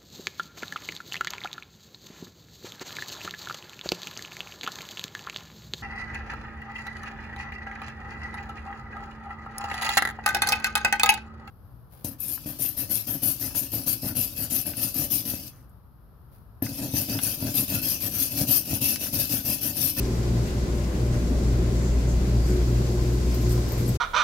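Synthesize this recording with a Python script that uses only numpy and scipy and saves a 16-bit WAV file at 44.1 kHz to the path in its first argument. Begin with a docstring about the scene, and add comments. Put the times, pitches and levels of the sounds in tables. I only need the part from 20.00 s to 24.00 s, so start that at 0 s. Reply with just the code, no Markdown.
"""A walk along a row of tumble dryers in a tiled laundromat.
From the start, motors drone against the mains hum, drums rumble and air rushes through the ducts.
Laundry thuds and swishes, buttons tick, and faint blower tones swell as each machine is passed.
Past halfway a panel buzzes in surges and a bright hiss grows.
Near the end, after a few stray clinks, small metal things, perhaps coins, jingle."""
import sys
import numpy as np
from scipy import signal
from scipy.fft import rfft, irfft
from scipy.io import wavfile

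SR = 44100
rng = np.random.default_rng(int(sys.argv[2]) if len(sys.argv) > 2 else 0)


def waveform_to_disk(signal):
    """Save audio, clipped to [-1, 1], as 16-bit WAV at the path in sys.argv[1]."""
    frames = np.transpose(np.atleast_2d(signal))
    scaled = np.clip(frames, -1, 1) * 32767
    samples = np.round(scaled).astype(np.int16)
    wavfile.write(sys.argv[1], SR, samples)


N = 176400


def motors():
    """Spinning shafts drone, motors beat against the mains hum, and a shaken panel buzzes."""
    # drone at the rate the shaft turns (time [s], level [dB])
    drone_levels = [(0, -29.5), (.6, -26.5), (1.05, -27), (1.3, -25), (1.9, -23), (2.7, -21.5),
                    (2.9, -26.5), (3.45, -23.5), (3.95, -30.5)]
    # hum near twice the shaft and mains rates, swelling and breaking up (time [s], level [dB])
    hum_levels = [(0, -29.5), (.14, -32.5), (.22, -27), (.38, -23), (.5, -43.5), (.56, -25), (.68, -41),
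                  (.79, -29), (.92, -41), (1.02, -27.5), (1.17, -23.5), (1.27, -47), (1.48, -31),
                  (1.63, -26.5), (1.75, -32.5), (1.84, -31), (2.02, -36), (2.08, -25.5), (2.2, -37),
                  (2.37, -22.5), (2.45, -40), (2.53, -27), (2.62, -35), (2.68, -23.5), (2.76, -24.5),
                  (2.83, -30.5), (3.03, -28.5), (3.1, -29), (3.19, -28), (3.32, -39), (3.42, -26.5),
                  (3.55, -24), (3.69, -33), (3.92, -23.5), (3.96, -31)]
    # surges of the panel's buzz (time [s], level [dB])
    buzz_levels = [(0, -47.5), (1.4, -48), (2.3, -41.5), (2.46, -46.5), (2.54, -33), (2.66, -42.5),
                   (2.78, -32.5), (2.87, -39), (2.95, -35), (3.2, -40), (3.28, -38.5), (3.35, -47),
                   (3.44, -36.5), (3.55, -36.5), (3.65, -42.5), (3.95, -48)]
    shaft_hz, mains_hz, hum_hz = 58.7, 60, 119.4
    drone = tone(shaft_hz, wander=.0023, rate=2.2) * gain(curve(drone_levels) + .46 * drift(12))
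    hum = tone(hum_hz, wander=.0083, rate=5.2) * gain(curve(hum_levels))
    buzz = tone(6 * mains_hz, wander=.006, rate=12) * gain(curve(buzz_levels) + 2.3 * drift(12))
    return (drone + hum + buzz) * pan(.7)


def drums():
    """The turning drums make a deep, slightly uneven rumble."""
    # tone colour of the rumble (frequency [Hz], relative level [dB])
    rumble_colour = [(15, -24), (25, -6), (36, 1), (55, 1.5), (80, -.5), (100, -1), (125, -1.5), (145, -2),
                     (180, -1.5), (275, -6), (380, -5), (450, -13.5), (600, -17), (800, -30.5),
                     (1400, -47.5)]
    # loudness along the row (time [s], level [dB])
    rumble_levels = [(0, -28), (.8, -28.5), (1.4, -26.5), (2.1, -28), (2.7, -28), (3.3, -28), (3.95, -28)]
    return flickering_noise(rumble_colour, flicker_db=.97, rate=4.1) * gain(curve(rumble_levels))


def air():
    """Air rushes through ducts and whistles through gaps; a hiss fades, then grows down the row."""
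    # tone colour of the rush (frequency [Hz], relative level [dB])
    rush_colour = [(300, -2.5), (700, 6), (900, 2), (1050, 2.5), (1180, 0), (1550, 0.5), (1800, -2.5),
                   (2050, -2), (3100, -7), (4000, -5.5), (4800, -6), (6000, -5.5), (6800, -7.5),
                   (7350, -7.5), (7900, -11.5), (8800, -10.5), (9600, -20), (10800, -15), (12200, -13),
                   (13800, -32), (15800, -31)]
    # thin whistles (pitch [Hz], level [dB], width [octaves])
    gaps = [(1032, -56, 0.027), (2000, -61.5, 0.022), (2493, -70.5, 0.0036), (2730, -69.5, 0.0027),
            (4700, -61, 0.022), (7390, -61.5, 0.017)]
    # tone colour of the hiss (frequency [Hz], relative level [dB])
    hiss_colour = [(2000, -9.5), (3500, -3.5), (5000, 2.5), (6500, -2), (8500, -4), (9800, -13),
                   (12000, -4.5), (15500, -13)]
    # loudness of the hiss (time [s], level [dB])
    hiss_levels = [(0, -47.5), (1.5, -60), (2.2, -53), (2.6, -48), (3.15, -48), (3.5, -44.5), (3.95, -47)]
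    rush = flickering_noise(rush_colour, flicker_db=.92, rate=8.3) * gain(-41.5)
    jets = room_noise()
    whistles = sum(gain(db) * filtered(jets, band(hz, octaves)) for hz, db, octaves in gaps)
    hiss = filtered(room_noise(), colour(hiss_colour)) * gain(curve(hiss_levels))
    return rush + whistles + hiss


def laundry():
    """Falling laundry lands with soft thuds, and cloth swishes over the drum wall."""
    # loads landing (time [s], level [dB], centre frequency [Hz])
    thuds = [(.29, -35, 312), (.66, -37, 180), (1.33, -31, 228), (1.99, -33.5, 280), (2.55, -34, 327),
             (3.46, -35, 195), (3.88, -32.5, 175)]
    # cloth sliding (time [s], level [dB], centre frequency [Hz], width [octaves], half length [s])
    swishes = [(0.493, -45.5, 2200, 1.2, 0.023), (1.153, -46, 1500, 0.5, 0.026),
               (1.143, -46.5, 5770, 0.56, 0.019), (1.37, -45, 620, .3, .05),
               (1.767, -48, 4000, 0.89, 0.035), (1.865, -48.5, 6900, 0.16, 0.055),
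               (2.107, -47, 6700, 0.2, 0.033), (2.46, -51, 4770, .08, 0.06), (2.487, -52, 11900, .06, .04),
               (2.496, -46, 6700, .33, 0.032), (2.512, -47.5, 1580, 0.51, 0.067),
               (3.335, -52, 2250, .2, .025), (3.46, -48, 6600, 0.12, .02), (3.78, -51, 2200, .2, .025)]
    rise_s, fall_s = .034, .027
    t, out = times(), 0
    thud_noise, swish_noise = room_noise(), room_noise()
    for at, db, hz in thuds:
        swell = bell(t - at, np.where(t < at, rise_s, fall_s))
        out += gain(db) * swell * filtered(thud_noise, band(hz, octaves=.28))
    for at, db, hz, octaves, half_length in swishes:
        out += gain(db) * bell(t - at, half_length) * filtered(swish_noise, band(hz, octaves))
    return out


def coins():
    """Small metal things strike, scrape and ring; the tiled room holds the ring a little longer."""
    # clinks (time [s], level [dB], favoured pitch [Hz], relative scrape [dB], relative strike [dB])
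    clinks = [(.474, -49, 13600, 1, -4), (2.27, -56, 12600, 1, -10), (2.742, -49, 15100, -5, -2),
              (3.13, -51, 14400, -4, -6), (3.318, -50, 12600, 2, -12), (3.341, -40.5, 14100, 2.5, -3),
              (3.358, -46, 13600, -6, -8), (3.409, -42, 12600, -5, 1), (3.492, -38, 12950, -1, 1),
              (3.506, -33.5, 8900, -8, -4), (3.509, -41, 14100, -6, -8), (3.518, -41, 9530, 1, -2),
              (3.682, -37, 13400, -16, -14), (3.719, -34.5, 14150, -12, 10), (3.731, -40, 14300, -6, -2),
              (3.777, -39, 14100, -2, -3), (3.78, -43.5, 9530, -10, -4), (3.799, -41, 12600, -4, -4),
              (3.858, -39, 10850, -12, -10), (3.876, -39, 12600, -10, -12), (3.885, -37, 8100, -10, -1),
              (3.889, -38, 12900, -3, 1), (3.95, -42.5, 10850, -6, -6)]
    # notes the metal rings with (pitch [Hz], relative level [dB], time to fade by 60 dB [s])
    notes = [(7330, -5, .12), (7800, 0, 0.096), (8500, -8, .12), (9517, -4.5, .13), (10844, -5.5, 0.13),
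             (12578, -1.5, 0.15), (12913, -9, 0.099), (14200, -5, 0.11), (14400, -7, .07)]
    # tone colour of metal scraping on metal (frequency [Hz], relative level [dB])
    scrape_colour = [(2000, -12), (4500, 0), (8000, -2), (10000, -7), (12600, 3), (15500, -4)]
    strike_s, scrape_s, room_s = .017, .21, .5  # times to fade by 60 dB
    rise_s, detune, favoured_octaves = .0012, .0008, .17
    out = np.zeros((2, N))
    scrape_noise = filtered(room_noise(), colour(scrape_colour))
    room = room_noise()
    chatter = normalise(gain(1.5 * drift(120)))  # the level trembles quickly
    echoes = [gain(-3.5) * filtered(room, band(hz, octaves=.012)) for hz, _, _ in notes]
    for at, db, pitch, scrape_db, strike_db in clinks:
        start = min(int(at * SR), N - 1)
        age = np.arange(N - start) / SR
        strike_noise = filtered(room, band(pitch, octaves=.043))[:, start:]
        metal = gain(strike_db) * strike_noise * fade(age, strike_s)
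        room_tail = gain(-15) * fade(age, room_s)
        for echo, (hz, note_db, ring_s) in zip(echoes, notes):
            detuned_hz = hz * (1 + detune * rng.standard_normal())
            ring = np.sin(2 * np.pi * (detuned_hz * age + rng.random((2, 1))))
            ring += random_stretch(echo, start)
            # notes far from the favoured pitch ring less
            strength = gain(note_db) / (1 + (2 * np.log2(hz / pitch) / favoured_octaves) ** 2)
            metal += strength * ring * np.hypot(fade(age, ring_s), room_tail)
        scrape = gain(scrape_db) * random_stretch(scrape_noise, start) * fade(age, scrape_s)
        onset = 1 - np.exp(-age / rise_s)
        out[:, start:] += gain(db) * (metal * pan(6) + scrape) * onset
    return out * chatter


def blowers():
    """Faint fan tones swell as each machine is passed and flutter differently left and right."""
    # fans (pitch [Hz], level when closest [dB], left over right [dB], time when closest [s])
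    fans = [(177.7, -41.5, 1.5, 0.65), (235.4, -42.5, 3, 0.72), (468.5, -48.5, 4, 3.9), (502, -51, 5, 1.4),
            (590.4, -50, 2.5, 1.9)]
    flutter_db, passing_s = 4.5, 1.17
    out = 0
    for hz, db, pan_db, closest in fans:
        wobble = drift(9.5) + np.array([drift(4.8), drift(3.6)]) / 2
        flutter = normalise(gain(flutter_db * wobble))
        distance = np.hypot(1, (times() - closest) / passing_s)  # 1 when closest
        out += tone(hz, wander=.006, rate=11) * flutter * gain(db) * pan(pan_db) / distance
    return out


def buttons():
    """Buttons and zips tick faintly at random, each tick smeared by the drum and the room."""
    ticks_per_s, fade_s = 45, .085
    hits = rng.random(N) < ticks_per_s / SR
    # each hit makes the level jump, then die away
    envelope = signal.lfilter([1], [1, -fade(1 / SR, fade_s)], hits + 1e-18)
    return normalise(envelope * filtered(room_noise(), band(4500, octaves=.7))) * gain(-57)


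def room_noise():
    """Left and right spectra of noise in a room: alike in the bass, unrelated in the treble."""
    # how the room's sound leans to one side (frequency [Hz], left over right [dB])
    balance = [(60, 2.5), (180, 1.8), (350, 1.1), (700, 2.5), (1500, 2.6), (2800, 3), (4600, -1.5),
               (7000, 3.5), (10000, 1), (14000, 2.5)]
    spacing_m, sound_m_per_s = .16, 343
    alike = np.sinc(2 * freqs() * spacing_m / sound_m_per_s)
    mid, side = rfft(rng.standard_normal((2, N)))
    mid, side = mid * np.sqrt(1 + alike), side * np.sqrt(1 - alike)
    lean = np.sqrt(colour(balance))
    return np.array([(mid + side) * lean, (mid - side) / lean])


def flickering_noise(rows, flicker_db, rate, octaves=10):
    """Room noise with a given tone colour, each octave flickering on its own."""
    spectra, out = room_noise() * colour(rows), 0
    position = np.clip(np.log2(freqs() / 20), 0, octaves - 1)
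    for octave in range(octaves):
        share = np.maximum(1 - abs(position - octave), 0)
        out += irfft(spectra * share, N) * gain(flicker_db * drift(rate))
    return normalise(out)


def tone(hz, wander, rate):
    """A pure tone of average strength 1 whose pitch strays by about the fraction wander."""
    cycles = np.cumsum(hz * (1 + wander * drift(rate))) / SR
    return np.sqrt(2) * np.sin(2 * np.pi * (cycles + rng.random()))


def drift(rate):
    """A smooth random wobble of size about 1, changing about rate times a second."""
    spectrum = rfft(rng.standard_normal(N)) * bell(freqs(), rate)
    spectrum[0] = 0  # centre the wobble on zero
    return normalise(irfft(spectrum, N))


def filtered(spectra, gains):
    """Turn noise spectra into sound of average strength 1, with a gain for each frequency."""
    return normalise(irfft(spectra * gains, N))


def random_stretch(noise, start):
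    """A random piece of noise, long enough to last from sample start to the end."""
    return np.roll(noise, rng.integers(N), axis=1)[:, start:]


def colour(rows):
    """A gain for each frequency from (frequency [Hz], level [dB]) rows."""
    hz, db = np.array(rows).T
    return gain(np.interp(np.log(freqs()), np.log(hz), db))


def band(hz, octaves):
    """Gains that keep only the frequencies around hz."""
    return bell(np.log2(freqs() / hz), octaves)


def bell(offset, width):
    """A smooth hill, 1 high where offset is zero."""
    return np.exp(-.5 * (offset / width) ** 2)


def fade(age, seconds):
    """Die away by 60 dB in the given time."""
    return np.exp(-np.log(1000) * age / seconds)


def curve(rows):
    """Join (time [s], value) rows with straight lines."""
    return np.interp(times(), *np.array(rows).T)


def pan(db):
    """Two gains that make the left side db louder than the right."""
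    return gain(np.array([[db], [-db]]) / 2)


def gain(db):
    """Turn decibels into a multiplier."""
    return 10 ** (np.asarray(db) / 20)


def normalise(x):
    """Scale to an average strength (rms) of 1."""
    return x / np.sqrt(np.mean(x ** 2) + 1e-20)


def times():
    """The time of each sample in seconds."""
    return np.arange(N) / SR


def freqs():
    """The frequency of each point of a spectrum in Hz."""
    return np.maximum(np.arange(N // 2 + 1) * SR / N, 1)


def scene():
    """All the machines and the small sounds inside them."""
    return motors() + blowers() + drums() + air() + laundry() + buttons() + coins()


def record(dry):
    """Fade out quickly just before the end and cut away the highest treble."""
    stop_s, fade_s, top_hz = 3.975, .012, 15750
    fade_out = np.clip((stop_s - times()) / fade_s, 0, 1)
    treble_cut = signal.ellip(12, .1, 90, top_hz, fs=SR, output="sos")
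    return signal.sosfilt(treble_cut, dry * fade_out)


dry = scene()
out = record(dry)
waveform_to_disk(out)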